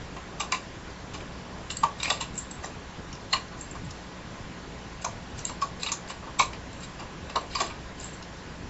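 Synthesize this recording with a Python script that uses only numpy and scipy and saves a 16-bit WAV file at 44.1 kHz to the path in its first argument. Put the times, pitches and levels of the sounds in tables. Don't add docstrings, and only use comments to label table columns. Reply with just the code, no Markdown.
import sys
import numpy as np
from scipy import signal
from scipy.io import wavfile
from scipy.ndimage import uniform_filter1d

SR = 44100
rng = np.random.default_rng(int(sys.argv[2]) if len(sys.argv) > 2 else 0)


def boost_factor(decibels):
    exponent = np.asarray(decibels, float) / 20
    return 10 ** exponent


def waveform_to_disk(signal):
    frames = np.transpose(np.atleast_2d(signal))
    scaled = np.clip(frames, -1, 1) * 32767
    samples = np.round(scaled).astype(np.int16)
    wavfile.write(sys.argv[1], SR, samples)


N = 383229
LEAD_S = 0.03
DAMPING = 2.1


def read(points, hz):
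    f, value = np.transpose(points)
    return np.interp(np.log(hz + 1), np.log(f + 1), value)


def evened(x):
    return x / np.sqrt(np.mean(x ** 2) + 1e-20)


# (frequency [Hz], density [dB per Hz])
HISS_COLOUR = [(8.8, -53.5), (15, -18), (48, -1.5), (144, -2.5), (177, -4), (207, -4.5), (367, -9),
               (408, -9), (572, -12.5), (651, -12.5), (937, -14), (1010, -10), (1180, -15.5), (1660, -17),
               (7500, -28.5), (9750, -51), (16500, -120)]


def hiss():
    frames, hz = N // 256 + 5, np.fft.rfftfreq(1024, 1 / SR)
    real, imaginary, patches = rng.standard_normal((frames, 513, 3)).T
    patches = uniform_filter1d(patches, 14, 0)
    patches = evened(uniform_filter1d(patches, 10, 1))
    spectrum = (real + 1j * imaginary) * boost_factor(read(HISS_COLOUR, hz)[:, None] + 1.36 * patches)
    noise = signal.istft(spectrum, nperseg=1024, noverlap=768)[1][:N]
    return boost_factor(-41.5) * evened(noise)


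# (multiple, level [dB rms])
HUM_LINES = [(1, -52), (3, -54), (5, -67), (7, -68), (9, -61.5), (11, -68), (13, -69), (15, -70.5),
             (17, -70), (21, -76), (25, -69), (27, -66), (31, -83.5), (33, -69), (39, -85)]
# (frequency [Hz], level [dB rms])
DRIVE_WHINE = [(845, -64.5), (996, -71), (1050, -70), (1470, -64.5), (1692, -64), (1865, -65)]


def hum():
    mains_hz = 59.94
    t = np.arange(N) / SR
    lines = [(round(k) * mains_hz, db) for k, db in HUM_LINES] + DRIVE_WHINE
    return sum(np.sqrt(2) * boost_factor(db) * np.sin(2 * np.pi * (hz * t + rng.random())) for hz, db in lines)


def add(mix, s, sound):
    part = mix[round(s * SR):][:len(sound)]
    part += sound[:len(part)]


def contacts(count, uneven_db=2.0, clumps_db=5.0):
    clumps = evened(uniform_filter1d(rng.standard_normal((count, 5000)), 100))
    spikes = np.minimum(rng.exponential(1, (count, 5000)), 4)
    noise = rng.standard_normal((count, 5000))
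    return evened(noise * boost_factor(uneven_db * spikes + clumps_db * clumps))


def rattle(noise, length, rise=0.00097, lead_db=-22, lead=0.0066):
    t = np.arange(len(noise)) / SR - LEAD_S
    before = np.minimum(t, 0)
    swell = np.exp(before / rise) + boost_factor(lead_db) * np.exp(before / lead)
    shape = swell * np.exp(-np.maximum(t, 0) / max(length, 1e-3))
    return noise * shape * np.linalg.norm(shape) / np.linalg.norm(noise * shape)


def ring(modes, damping=1):
    t = np.arange(3000) / SR
    y = np.zeros(3000)
    for k, (hz, db, t60) in enumerate(modes):
        decay = boost_factor(db - 60 * damping * t / t60)
        build = 1 - np.exp(-t * hz / 2)
        y += (-1) ** k * decay * build * np.sin(2 * np.pi * hz * t)
    return y / np.linalg.norm(y)


def strike(drive, body):
    sound = signal.fftconvolve(drive, body)
    return sound * np.linalg.norm(drive) / np.linalg.norm(sound)


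# (time [s], bed level [dB], small steel parts level [dB], brightness [dB], rattle length [s])
KNOCKS = [(.402, -30, -30.5, 1, 0.014), (.5209, -27.5, -24, 1.3, 0.0064), (1.137, -45, -44, 0, .022),
          (1.703, -41, -30, 0, 0.01), (1.8336, -19, -31, -2.5, 0.0074), (2.0307, -35, -25.5, 2.5, 0.009),
          (2.079, -41, -42, 3, 0.016), (2.1012, -21.5, -21.5, 0.5, .0043), (2.2085, -31.5, -29.5, 0, 0.01),
          (2.6375, -37, -42, 3.5, 0.023), (3.331, -25.5, -30, 3.5, 0.011), (5.045, -24.5, -32.5, 7, 0.0043),
          (5.617, -30, -36.5, 0.5, 0.016), (5.8316, -36, -30, 1, 0.0066), (5.918, -35, -30, 8, .0083),
          (6.229, -39.5, -58, -4, .013), (6.3939, -24, -21.5, -0.5, 0.019), (6.8319, -54, -45, 2, .011),
          (6.995, -38.5, -44.5, -4, 0.017), (7.3567, -22.5, -32.5, -2, 0.009),
          (7.5508, -34, -30.5, -3, 0.0042), (7.604, -22.5, -27.5, 0.5, 0.014)]
# (time [s], bed level [dB], small steel parts level [dB], brightness [dB])
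TAPS = [(.165, -38.5, -47, -6.5), (.433, -33, -56, 0), (0.547, -32, -35, -4.5), (1.145, -40, -42, -4.5),
        (1.205, -53, -47, -6.5), (2.001, -38, -39.5, -4), (2.047, -38, -31.5, -9), (2.124, -35, -33.5, 0),
        (3.365, -39, -48, -16), (3.7517, -36.5, -48.5, -2), (5.4952, -34, -40, 1), (5.863, -36, -32, -3),
        (5.887, -37.5, -35, -4), (6.1, -35, -38.5, -2.5), (6.273, -36.5, -61, -5), (6.532, -44, -42.5, -6),
        (7.2975, -37.5, -41.5, -4), (7.587, -32, -39.5, -1), (7.665, -43, -45, 4),
        (7.7017, -36, -45.5, -9.5)]
# (frequency [Hz], level [dB], t60 [s])
BED = [(640, -22, .04), (775, -17, .05), (877, -14, .05), (948, -8, .06), (1040, -6, .06), (1120, 0, .09),
       (1206, -10, .05), (1330, -15, .03)]
PLATES = [(1480, -6, .012), (1700, -5, .012), (1920, -3, .015), (2110, -4, .013), (2300, 0, .018),
          (2500, -2, .018), (2680, -3, .018), (2830, -1, .02), (3080, -4, .012)]
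LATCHES = [(3350, -6, .01), (3600, -4, .012), (3800, -2, .013), (4050, 0, .013), (4350, -2, .011),
           (4600, -2, .012), (4800, -1, .013), (5080, -4, .01)]
NEEDLES = [(5350, -6, .009), (5650, -6, .009), (5950, -5, .01), (6300, -4, .011), (6600, -3, .011),
           (6900, -2, .011), (7150, 0, .013), (7400, 0, .013), (7640, 0, .013)]
TABLE_TOP = [(222, -5, 0.019), (430, 2, .015)]
CASING = [(652, -3, 0.0079), (890, -3, 0.014), (1510, -3, 0.0052)]
PITCH_SPREAD = (.02, .008, .04, .03)


def knocks():
    tap_s, held = 0.0088, 2.8
    out = np.zeros(N)
    parts = NEEDLES, BED, PLATES, LATCHES
    dampings = DAMPING, DAMPING * held, DAMPING, DAMPING
    crack = ring([(1840, 0, 0.0011), (3370, -5, 0.0023), (5550, -4.5, 0.0012)])
    rows = KNOCKS + [(*tap, tap_s) for tap in TAPS]
    places = rng.uniform(-1.35, 1, (len(rows), 4, 2, 9))
    noises = contacts(4 * len(rows)).reshape(-1, 4, 5000)
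    for (s, bed_db, steel_db, bright_db, length), noise, place in zip(rows, noises, places):
        start = s - LEAD_S
        levels_db = steel_db + bright_db, bed_db, steel_db - bright_db, steel_db - 1.5
        hardness = np.sqrt(0.33 + 0.0014 / length)
        blows = [rattle(row, length, rise=0.18 * length) * hardness for row in noise]
        for modes, db, blow, (shift, weight), spread, damping in zip(
                parts, levels_db, blows, place, PITCH_SPREAD, dampings):
            here = [(hz * (1 + spread * a), mode_db + 2 * b, t60)
                    for (hz, mode_db, t60), a, b in zip(modes, shift, weight)]
            add(out, start, boost_factor(db) * strike(blow, ring(here, damping)))
        add(out, start, boost_factor(bed_db - 20) * strike(blows[1], ring(TABLE_TOP)))
        add(out, start, boost_factor(bed_db - 2) * strike(blows[3], ring(CASING)))
        add(out, start, boost_factor(steel_db - 2) * strike(blows[2], crack))
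    return out


# (frequency [Hz], t60 [s])
ROOM_DECAY = [(300, 0.76), (1000, 0.19), (3000, 0.21), (7500, 0.21)]


def room(x):
    hz, t, z = signal.stft(rng.standard_normal((3, SR // 2)), SR, nperseg=256)
    decay = boost_factor(-60 * t / read(ROOM_DECAY, hz)[:, None])
    tails = signal.istft(z * decay, SR, nperseg=256)[1]
    tails *= 1 - np.exp(-np.arange(tails.shape[1]) / SR / 0.001)
    tails /= np.linalg.norm(tails[0])
    turn = 2 * np.pi * (np.arange(N) / SR / 0.37 + np.arange(3)[:, None] / 3)
    sends = x * np.cos(turn) * np.sqrt(2 / 3)
    return signal.fftconvolve(sends, tails, axes=1)[:, :N].sum(0)


# (time [s], level [dB], pitch [Hz])
ACCENTS = [(0.405, -33, 2730), (.521, -28.5, 2460), (.53, -29.5, 2190), (1.705, -47, 2840),
           (2.002, -35.5, 3840), (2.079, -32, 2600), (2.105, -24, 3770), (2.639, -38, 1840),
           (2.645, -42, 6100), (3.331, -22, 4100), (3.331, -27, 1965), (3.332, -24.5, 2850),
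           (3.343, -43, 5660), (3.365, -48, 2880), (3.367, -48, 4140), (3.907, -46.5, 5300),
           (5.047, -37, 2400), (5.047, -44.5, 3720), (5.048, -33, 6330), (5.452, -32, 6800),
           (5.617, -37.5, 5230), (5.832, -32.5, 4080), (5.868, -34, 3800), (5.876, -33, 3760),
           (5.922, -42.5, 7650), (6.397, -27, 6180), (6.4, -24, 2350), (7.359, -30.5, 3900),
           (7.556, -28.5, 4800), (7.606, -33.5, 2340),
           (1.85, -39, 744), (2.079, -35, 770), (2.11, -32.5, 630), (2.115, -28, 870), (2.64, -39, 834),
          (5.06, -30, 975), (6.398, -19.5, 1037), (6.41, -30.5, 750), (7.365, -30, 566),
          (7.359, -23.5, 1014), (7.616, -31.5, 486)]


def accents():
    out = np.zeros(N)
    rows = ACCENTS
    for (s, db, hz), noise in zip(rows, contacts(len(rows))):
        t60 = 0.025 * (1000 / hz) ** 0.12
        piece = ring([(1.052 * hz, -3, t60), (hz, 0, t60), (0.934 * hz, -4, t60)], DAMPING)
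        add(out, s - LEAD_S, 1.77 * boost_factor(db) * strike(rattle(noise, 0.0032), piece))
    return out


# (time [s], level [dB])
PINGS = [(.433, -32), (.522, -20.5), (1.835, -13), (3.334, -20.5), (5.047, -26), (5.497, -32.5),
         (5.619, -17), (5.92, -34), (6.396, -17), (7.553, -24), (7.607, -26)]


def pings():
    out = np.zeros(N)
    free_bed = ring(BED[3:7], damping=1.4)
    for (s, db), noise in zip(PINGS, contacts(len(PINGS))):
        blow = rattle(noise, 0.0041, rise=0.00078, lead_db=-29)
        add(out, s - LEAD_S, boost_factor(db) * strike(blow, free_bed))
    return out


# (time [s], level [dB], pitch [Hz], rattle length [s], broad snap level [dB])
TICKS = [(1.7687, -24, 7650, 0.0025, -33), (2.355, -35, 8000, 0.002, -46),
         (2.378, -18.5, 8010, 0.0057, -45), (2.5117, -25.5, 7910, 0.0028, -42),
         (3.127, -39.5, 5660, 0.0045, -41), (3.151, -43, 5140, 0.0022, -45), (3.592, -47, 7450, 0.003, -49),
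         (3.609, -31, 7700, 0.0037, -52.5), (3.625, -55, 7360, 0.003, -59), (3.711, -35, 7450, 0.002, -56),
         (3.849, -45, 7750, 0.0031, -56), (3.907, -35, 7900, 0.0024, -40),
         (5.3905, -39, 5870, 0.0027, -39.5), (5.451, -19.5, 7530, 0.0013, -30.5),
         (5.466, -47, 7270, 0.0017, -43), (6.728, -43.5, 7670, 0.0032, -48), (6.804, -42, 7700, 0.003, -49),
         (7.41, -47.5, 7600, 0.0037, -49), (7.9997, -37.5, 7200, 0.0047, -54),
         (8.043, -28, 7870, 0.0063, -51), (8.13, -44, 7560, 0.0066, -56), (8.144, -44, 7750, 0.003, -56),
         (8.225, -45, 5320, 0.0028, -41.5)]


def ticks():
    out = np.zeros(N)
    snap = ring(PLATES[7:] + LATCHES + NEEDLES[:6], damping=0.67)
    for (s, db, hz, length, snap_db), noise in zip(TICKS, contacts(len(TICKS))):
        needle = ring([(hz, 0, 0.012), (0.97 * hz, -3, 0.012), (0.92 * hz, -9, 0.01)])
        tick = rattle(noise, length, rise=0.0008, lead_db=-29)
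        add(out, s - LEAD_S, boost_factor(db) * strike(tick, needle))
        add(out, s - LEAD_S, boost_factor(snap_db) * strike(rattle(noise, length, rise=0.0012), snap))
    return out


# (time [s], level [dB], pitch [Hz])
BUMPS = [
    (1.831, -23, 149),
    (3.833, -26, 173),
    (3.862, -20.5, 130),
    (3.895, -23.5, 94),
    (6.399, -30, 70.4),
]


def bumps():
    out, t = np.zeros(N), np.arange(8000) / SR
    for s, db, hz in BUMPS:
        swing = boost_factor(db - 60 * t / 0.086) * (1 - np.exp(-t / 0.015))
        add(out, s, swing * np.sin(2 * np.pi * hz * t))
    return out


# (start time [s], push [s], ease [s], level [dB], brightness [dB])
SLIDES = [(1.97, 0.076, .18, -35.5, -6), (3.3, 0.022, .012, -44, 3), (5.011, 0.01, .012, -41, 3),
          (5.36, 0.026, 0.034, -43, 5), (5.458, 0.01, 0.06, -40, -14), (5.79, 0.047, 0.056, -34.5, -3),
          (6.07, 0.026, 0.033, -40, 2), (6.8, .04, .02, -41, 2), (7.49, 0.074, .14, -33.5, -6.5),
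          (7.97, .05, 0.088, -43, 3.5), (3.568, .04, 0.04, -59, 14), (2.328, .045, .08, -52, 11.5)]


def slides():
    out = np.zeros(N)
    needles, plates = ring(NEEDLES, damping=3.6), ring(PLATES, damping=1.5)
    latches = ring(LATCHES, damping=1.8)
    noises = contacts(6 * len(SLIDES)).reshape(-1, 3, 10000)
    for (s, push, ease, db, bright_db), noise in zip(SLIDES, noises):
        t = np.arange(0, push + ease, 1 / SR)[:10000]
        stroke_db = db + np.interp(t, [0, push, push + ease], [-10.5, 0, -10.5])
        rub = boost_factor(stroke_db - 6.5) * signal.windows.tukey(len(t), 0.2) * noise[:, :len(t)]
        add(out, s, strike(rub[0] * boost_factor(bright_db), needles))
        add(out, s, strike(0.59 * rub[1], plates))
        add(out, s, strike(0.89 * rub[2], latches))
    return out


def scene():
    metal = knocks() + slides() + ticks() + pings()
    pieces = accents()
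    echo = boost_factor(-4.0) * room(metal + 0.7 * pieces)
    return np.tile(metal + pieces + echo + bumps() + hiss() + hum(), (2, 1))


def roll_off(x):
    return signal.sosfilt(signal.butter(12, 8810, fs=SR, output="sos"), x)


def record(dry):
    below = signal.firwin(1201, 7680, window=("kaiser", 8), fs=SR)[None]
    narrow = signal.oaconvolve(dry, below, "same")
    treble = signal.sosfilt(signal.butter(6, 7200, "high", fs=SR, output="sos"), narrow)
    roughness = evened(signal.lfilter([1], [1, -2 * 0.972, 0.972 ** 2], rng.standard_normal(N)))
    smeared = treble * roughness
    spill = boost_factor(-22.5) * (smeared - signal.oaconvolve(smeared, below, "same"))
    return roll_off(narrow + spill)


dry = scene()
out = record(dry)
waveform_to_disk(out)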